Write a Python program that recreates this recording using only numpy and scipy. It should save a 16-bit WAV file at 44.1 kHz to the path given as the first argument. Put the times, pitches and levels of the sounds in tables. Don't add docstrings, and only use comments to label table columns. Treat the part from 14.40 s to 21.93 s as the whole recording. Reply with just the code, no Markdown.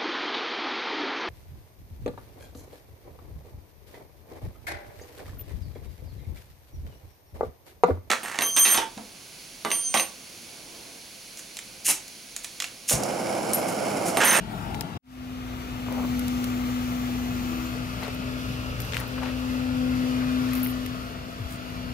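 import sys
import numpy as np
from scipy import signal
from scipy.fft import rfft, irfft, next_fast_len
from scipy.io import wavfile
from scipy.ndimage import uniform_filter1d, map_coordinates

SR = 44100
rng = np.random.default_rng(int(sys.argv[2]) if len(sys.argv) > 2 else 0)


def digitize_waveform(pressure):
    field = np.atleast_2d(pressure).T
    bounded = np.clip(field, -1, 1)
    quanta = np.round(bounded * 32767).astype(np.int16)
    wavfile.write(sys.argv[1], SR, quanta)


N = 332205
T = np.arange(N) / SR
FAR_END_S = 0.6
HISS_SWAY_DB = 0.6

# (time [s], right ear's delay [ms], whine's left over right [dB])
FACING = [(0, 0.44, 1.5), (1, 0.495, 1.5), (1.7, 0.472, 4), (2.2, 0.466, 2.5), (3.5, 0.412, 4.5),
          (4.5, 0.362, 8.5), (5.5, 0.41, 6), (6.1, 0.433, 6), (7.6, 0.43, 8.5)]


def amp(db):
    return 10 ** (np.asarray(db) / 20)


def unit(x):
    return x / np.sqrt(np.mean(x ** 2) + 1e-20)


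def sides(db):
    return amp([db / 2, -db / 2])


def along(points, hz):
    freqs, values = np.transpose(points)
    return np.interp(np.log(hz + 1), np.log(freqs + 1), values)


def curves(rows):
    times, *columns = np.transpose(rows)
    return [np.interp(T, times, column) for column in columns]


def wobble(rate):
    coarse = T[::64]
    points = rng.standard_normal(int(N * rate / SR) + 4)
    return np.interp(T, coarse, map_coordinates(points, [coarse * rate]))


def swell_db(start, end, rise_db_s, fall_db_s):
    return -rise_db_s * np.maximum(start - T, 0) - fall_db_s * np.maximum(T - end, 0)


def shape(spectrum):
    return lambda hz: amp(along(spectrum, hz))


def hump(centre_hz, octaves):
    return lambda hz: np.exp(-.5 * (np.log2((hz + 1) / centre_hz) / octaves) ** 2)


def filtered(x, colour):
    n = x.shape[-1]
    size = next_fast_len(n + 4096)
    return irfft(rfft(x, size) * colour(np.fft.rfftfreq(size, 1 / SR)), size)[..., :n]


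def lean():
    return sides(7 - 0.45 * curves(FACING)[1])


def add(out, start, sound, pan_db):
    slot = out[:, round(start * SR):][:, :sound.shape[-1]]
    slot += sound[..., :slot.shape[1]] * sides(pan_db)[:, None]


def rush(colour, patchy_db, count=N, ringing_db=0):
    # (frequency [Hz], likeness [0 to 1])
    likeness = [(40, 0.64), (100, 0.8), (300, 1), (700, 0.51), (2000, 0.65), (5000, 0.29), (15000, 0.14)]
    # (frequency [Hz], left over right [dB])
    balance = [(60, -3), (250, 0.5), (1300, 2), (2400, -3.5), (4400, -5.5), (8000, -1), (15000, -5)]
    # (frequency [Hz], phase shift [radians])
    ear_phase_shift = [(300, -0.42), (700, -1), (1100, -0.43)]
    grid = signal.stft(rng.standard_normal((2, count)), nperseg=1024)[2]
    patches = uniform_filter1d(rng.standard_normal(grid.shape[1:]), size=4, axis=0)
    patches = uniform_filter1d(patches, size=10, axis=1)
    resonances = uniform_filter1d(rng.standard_normal(grid.shape[1:]), size=90, axis=1)
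    grid *= amp(patchy_db * unit(patches) + ringing_db * unit(resonances))
    pair = signal.istft(grid, nperseg=1024)[1][:, :count]
    size = next_fast_len(count)
    hz = np.fft.rfftfreq(size, 1 / SR)
    spread = np.arccos(np.clip(along(likeness, hz), -1, 1)) / 2
    mid, side = rfft(pair, size) * colour(hz) * [np.cos(spread), np.sin(spread)]
    shift = np.exp(.5j * np.outer([1, -1], along(ear_phase_shift, hz)))
    both = irfft([mid + side, mid - side] * sides(along(balance, hz)) * shift, size)[:, :count]
    return np.pad(unit(both), ((0, 0), (0, N - count))) * lean()


def burst(colour, decay_s, tick=0):
    t = np.arange(SR // 16) / SR
    envelope = amp(-60 * t / max(decay_s, .002)) * (1 - np.exp(-t / 0.00024))
    puff = envelope * filtered(rng.standard_normal((2, len(t))), colour)
    puff *= np.sqrt(np.sum(envelope ** 2) / np.sum(puff ** 2, axis=1, keepdims=True))
    puff[1] = 0.24 * puff[0] + 1.15 * puff[1]
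    click = filtered(signal.unit_impulse(len(t), idx=SR // 1500), colour)
    return puff + tick * click / click.max()


def faint_tones():
    # (start [s], end [s], first pitch [Hz], last pitch [Hz], level [dB])
    tones = [(3.02, 3.35, 326, 322, -45), (3.5, 5.9, 590, 580, -53), (6.5, 7.6, 655, 653, -53),
             (6.5, 7.6, 690, 685, -54), (5.4, 5.95, 118, 148, -41), (3.6, 4.9, 413, 409, -55),
             (3.2, 7.6, 312, 304, -57), (2.8, 4.3, 2545, 2541, -57), (.8, 7.6, 6774, 6774, -76),
             (1.8, 3.4, 1165, 1165, -59), (1.9, 3.7, 2050, 2058, -61), (.3, .44, 828, 828, -43)]
    out = np.zeros(N)
    for start, end, first_hz, last_hz, db in tones:
        on = (T > start) & (T < end)
        fade = np.clip(np.minimum(T[on] - start, end - T[on]) / 0.045, 0, 1)
        hz = np.interp(T[on], (start, end), (first_hz, last_hz))
        phase = 2 * np.pi * np.cumsum(hz) / SR + 0.041 * np.sqrt(first_hz) * wobble(18)[on]
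        out[on] += amp(db + 1.2 * wobble(11)[on]) * fade * np.sin(phase)
    return np.sqrt(2) * out * lean()


def far_engine():
    # (frequency [Hz], level [dB])
    rumble_colour = [(12, -67), (20, -40), (32, -29), (49, 2.5), (81, -2), (176, 0), (384, -11), (550, -22),
                     (720, -59), (1210, -120)]
    # (frequency [Hz], level [dB])
    rush_colour = [(240, -39), (400, -27), (528, -19), (645, -20), (826, -25), (1110, -10), (1250, -13),
                   (1390, -4.5), (1560, -15), (2300, -16), (2680, -14), (3070, -16), (7510, -33),
                   (9920, -34), (16000, -39)]
    rumble_db = -31.5 + swell_db(0.35, 0.35, rise_db_s=23, fall_db_s=27) + 0.72 * wobble(59.2)
    rumble = amp(rumble_db) * rush(shape(rumble_colour), patchy_db=1.9, count=SR)
    return rumble + amp(-44) * rush(shape(rush_colour), patchy_db=2.5, count=SR)


def shoes():
    # (frequency [Hz], level [dB])
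    scrape_colour = [(520, -38), (630, -1.5), (700, 0), (750, -5), (830, 1), (950, -5.5), (1080, -33.5)]
    # (time [s], level [dB], pitch [Hz])
    cracks = [(1.468, -42, 684), (1.485, -33, 773), (1.524, -44, 900), (1.553, -45, 750), (1.584, -39, 845),
              (1.604, -41, 696), (1.638, -48, 700), (1.649, -32, 700), (3.63, -33, 700.2),
              (3.656, -39, 900), (3.681, -33, 497), (4.5685, -20.5, 2050), (4.832, -33, 885),
              (6.091, -40, 1420), (6.1227, -40, 2660), (6.247, -35, 2700), (6.262, -30.5, 1800)]
    # (time [s], length [s], level [dB], pitch [Hz], width [octaves])
    scuffs = [(1.464, .22, -38, 605, 0.77), (3.598, 0.11, -39, 880, 1.37), (3.623, 0.04, -47, 4260, 0.17),
              (4.511, 0.14, -41.5, 1460, 1.58), (4.564, 0.1, -40.5, 790, 0.91),
              (4.771, 0.025, -38, 1100, 0.92), (4.811, 0.037, -35.5, 700, 1.24),
              (4.812, 0.12, -39, 1280, 0.98), (5.807, 0.055, -41.5, 1390, 0.6),
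              (6.051, 0.23, -43.5, 1890, 1.22), (6.123, 0.095, -42, 13200, 0.25),
              (6.215, 0.13, -45.5, 13600, 0.59), (6.985, 0.061, -33, 107, 0.18),
              (7.028, 0.05, -34, 60, 0.38), (7.076, 0.11, -49.5, 9000, 1.3), (0.544, 0.034, -32, 129, 1.05)]
    scrape_db = -39 + swell_db(0.13, 0.36, rise_db_s=88, fall_db_s=61) + 0.59 * wobble(61.6)
    out = amp(scrape_db) * rush(shape(scrape_colour), patchy_db=4, count=SR) * (T < FAR_END_S)
    for start, db, hz in cracks:
        add(out, start, amp(db) * burst(hump(hz, octaves=.6), decay_s=15 / hz, tick=2.2), pan_db=4)
    for start, length, db, hz, octaves in scuffs:
        n = round(length * SR)
        grit = rng.standard_normal((2, n))
        grit *= amp(2.5 * unit(uniform_filter1d(rng.standard_normal(n), size=130)))
        grit[1] = 0.43 * grit[0] + 0.63 * grit[1]
        scuff = np.hanning(n) ** 0.48 * unit(filtered(grit, hump(hz, octaves)))
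        add(out, start, amp(db) * scuff, pan_db=3)
    return out


def leaves():
    # (time [s], low band [dB], middle band [dB], high band [dB], decay [s], left over right [dB])
    snaps = [(0.345, -31, -37.5, -46, 0.013, 8.5), (0.3502, -43, -38, -40, 0.01, 9),
             (0.409, -38, -21.5, -25.5, 0.0065, 9.5), (0.4122, -35, -46, -34.5, 0.018, 14),
             (0.4224, -50, -42, -52, 0.013, 6), (1.524, -41, -41, -35.5, .014, 2),
             (1.793, -46, -35, -29, 0.024, 3), (1.881, -45, -28.5, -28.5, 0.012, 3),
             (2.041, -34, -33, -31.5, 0.025, 4), (3.633, -36.5, -48, -46, 0.027, 14),
             (3.68, -45, -46, -40, .012, 6), (3.7454, -59, -52, -36, .014, -1),
             (4.402, -35, -35, -31.5, 0.018, 4), (4.4187, -55, -37, -34, 0.016, 2),
             (4.4495, -50, -46, -35, .008, 3), (4.5225, -30, -35, -53, 0.02, 3),
             (4.5347, -25.5, -41, -46, 0.0097, 11), (4.544, -31, -40.5, -47, 0.023, 19),
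             (4.5512, -28, -42, -43, 0.022, 8), (4.568, -39, -37, -36, 0.017, 15),
             (4.576, -33, -45, -40, .022, 12), (4.833, -37, -46, -48, 0.025, 11),
             (6.1328, -33, -41, -32, 0.031, 5), (6.1517, -44, -39, -31, 0.029, 1),
             (6.263, -33, -46, -44, 0.014, 3), (6.4617, -33.5, -38, -31.5, 0.017, 6)]
    # (centre [Hz], width [octaves])
    bands = [(2300, 0.51), (5300, 0.54), (12460, 0.3)]
    out = np.zeros((2, N))
    for start, *levels, decay_s, pan_db in snaps:
        snap = sum(amp(db) * burst(hump(*band), decay_s, tick=1) for db, band in zip(levels, bands))
        add(out, start, snap, pan_db)
    return out


def keys():
    # (time [s], low ring [dB], low ring's pitch [Hz], high ring [dB], left over right [dB])
    chinks = [(4.406, -41, 11800, -40, 4), (4.5999, -39.5, 10870, -41, 11), (4.6083, -49, 10800, -48, 0),
              (4.6763, -49, 11730, -41, 7), (6.231, -29.5, 11650, -28, 3), (6.2427, -38, 11830, -32, 2.5),
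              (6.2497, -37, 11700, -32, 3), (6.2696, -35, 11700, -36, 4), (6.2874, -50, 11900, -45, -5),
              (6.302, -43, 11800, -41, -3)]
    # (decay [s], width [Hz])
    rings = [(0.061, 110), (.04, 500)]
    high_hz = 14900
    out = np.zeros((2, N))
    for start, low_db, low_hz, high_db, pan_db in chinks:
        for hz, db, (decay_s, width_hz) in zip((low_hz, high_hz), (low_db, high_db), rings):
            add(out, start, amp(db) * burst(hump(hz, width_hz / hz), decay_s), pan_db)
        crack = amp(low_db + 4) * burst(hump(12000, octaves=0.29), decay_s=0.017)
        add(out, start, crack, pan_db)
    return out


def exhaust():
    # (time [s], level [dB])
    hum_levels = [(0.9, -44.5), (3.08, -42.5), (6.38, -42.5), (7.0, -53), (7.53, -42)]
    firing_hz, equal_db = 59.3, -43.5
    hum_db = curves(hum_levels)[0]
    octave_db = equal_db + 1.9 * (hum_db - equal_db)
    flutter = lambda: np.array([wobble(12), wobble(11)])
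    out = np.zeros((2, N))
    for harmonic, db in (1, hum_db), (2, octave_db):
        gain = amp(db + 0.54 * wobble(9) + 0.44 * flutter())
        phase = 2 * np.pi * harmonic * firing_hz * T + 0.71 * wobble(9) + 0.18 * flutter()
        out += gain * np.sin(phase)
    return np.sqrt(2) * out * sides(2.5)[:, None]


def engine_block():
    # (time [s], level [dB])
    block_levels = [(1.0, -47.5), (1.18, -46.5), (1.67, -44), (2.22, -43), (5.31, -43), (5.71, -41),
                    (6.02, -41), (6.89, -47.5), (7.53, -45.5)]
    # (offset [dB], swing [dB per dB])
    layers = [(5, 0.48), (4, 0.88), (-4.5, 1.07)]
    # (frequency [Hz], level [dB])
    rumble_colour = [(12, -54), (20, -12), (49, 1.5), (108, 4.5), (197, -1), (248, -3), (273, -7),
                     (296, -7), (367, -23.5), (500, -47), (650, -60), (1100, -120)]
    # (frequency [Hz], level [dB])
    beside_colour = [(180, -33), (300, -8), (336, -5), (412, -11), (488, -10), (566, -12), (726, -8),
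                     (986, -15.5), (1200, -6), (1590, -14), (2470, -12.5), (3200, -16.5), (4500, -23),
                     (5850, -59), (9900, -120)]
    # (frequency [Hz], level [dB])
    behind_colour = [(180, -31), (300, -9.5), (467, -6), (505, -14.5), (541, -7.5), (671, -5.5), (718, -13),
                     (743, -12.5), (1000, -11.5), (1230, -6.5), (1420, -5.5), (1520, -11), (2300, -13),
                     (2760, -9.5), (3150, -15.5), (3800, -18.5), (4500, -16.5), (5850, -30.5), (9900, -120)]
    # (frequency [Hz], level [dB])
    hiss_colour = [(2060, -23), (3500, 1.5), (4100, -6.5), (4510, -2.5), (5190, -1.5), (5970, -3.5),
                   (6800, -6), (8580, -11), (13200, -7), (15600, -12), (16000, -21)]
    block_db = curves(block_levels)[0]
    mean_db = block_db.mean()
    rumble_db, clatter_db, hiss_db = [mean_db + db + swing * (block_db - mean_db) for db, swing in layers]
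    sway = wobble(7.4)
    walked = np.clip((T - 2.827) / 0.92, 0, 1)
    beside = np.sqrt(1 - walked) * rush(shape(beside_colour), patchy_db=1, ringing_db=1.16)
    behind = np.sqrt(walked) * rush(shape(behind_colour), patchy_db=1.5, ringing_db=1.16)
    clatter = amp(clatter_db + 0.082 * sway) * (beside + behind)
    rumble = amp(rumble_db + wobble(4.71)) * rush(shape(rumble_colour), patchy_db=-1)
    hiss_db += 4 * np.clip((1 - T) / .4, 0, 1)
    hiss_db += HISS_SWAY_DB * (sway + wobble(22))
    return rumble + clatter + amp(hiss_db) * rush(shape(hiss_colour), patchy_db=1)


def oil_valve():
    # (centre [Hz], width [Hz], level [dB])
    peaks = [(4250, 500, -1.5), (6040, 670, -2), (7300, 790, -3.5), (10700, 900, -9), (12400, 900, -4.5),
             (14800, 1600, -1)]
    colour = lambda hz: sum(amp(db) / (1 + ((hz - mid) / (width / 2)) ** 2) for mid, width, db in peaks)
    hiss_db = -48 + swell_db(1.7, 3.3, rise_db_s=16, fall_db_s=136) + HISS_SWAY_DB * wobble(11)
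    return amp(hiss_db) * rush(colour, patchy_db=1)


def pump():
    # (time [s], pulse rate [Hz], level [dB])
    whine = [(0.7, 254.5, -34), (0.89, 252.9, -34.5), (1.25, 251, -39.5), (1.63, 248.4, -27.5),
             (2.92, 247.8, -30), (3.42, 249.5, -34.5), (3.61, 253, -40.5), (3.86, 253.3, -34.5),
             (4.28, 255.1, -38.5), (4.43, 255.6, -47.5), (4.46, 258.8, -55.5), (4.75, 254.2, -35),
             (5.45, 252.6, -26), (6.2, 253.2, -26.5), (6.69, 252.5, -42), (7.09, 252.5, -47),
             (7.49, 249.8, -38), (7.53, 251, -41)]
    # (time [s], level [dB])
    octave_levels = [(1.0, -59.5), (1.69, -50), (3.33, -55), (3.9, -56), (5.62, -45), (7.18, -61),
                     (7.53, -54)]
    hz, db = curves(whine)
    phase = 2 * np.pi * np.cumsum(hz) / SR + 0.05 * wobble(30)
    tone = amp(db + 0.39 * wobble(16)) * np.sin(phase)
    overtones = np.sin(2 * phase) + amp(-8) * np.sin(3 * phase)
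    tone += amp(curves(octave_levels)[0] + 1.9 * wobble(9.9)) * overtones
    return np.sqrt(2) * tone * sides(curves(FACING)[1])


def scene():
    far = far_engine()
    near = pump() + oil_valve() + exhaust() + engine_block()
    sound = np.where(T < FAR_END_S, far, near) + faint_tones() + leaves() + keys()
    delay_samples = curves(FACING)[0] * SR / 1000
    sound[1] = map_coordinates(sound[1], [np.arange(N) - delay_samples], order=3)
    return sound + shoes()


def record(dry):
    cut_s, fade_start_s, floor_db, top_hz = .574, .616, -60, 15650
    cut = np.exp(-np.maximum(T - cut_s, 0) / .0015)
    fade = (1 - np.exp(-np.maximum(T - fade_start_s, 0) / .15)) ** 2.03
    return filtered(dry * np.maximum(cut + fade, amp(floor_db)), lambda hz: hz < top_hz)


dry = scene()
out = record(dry)
digitize_waveform(out)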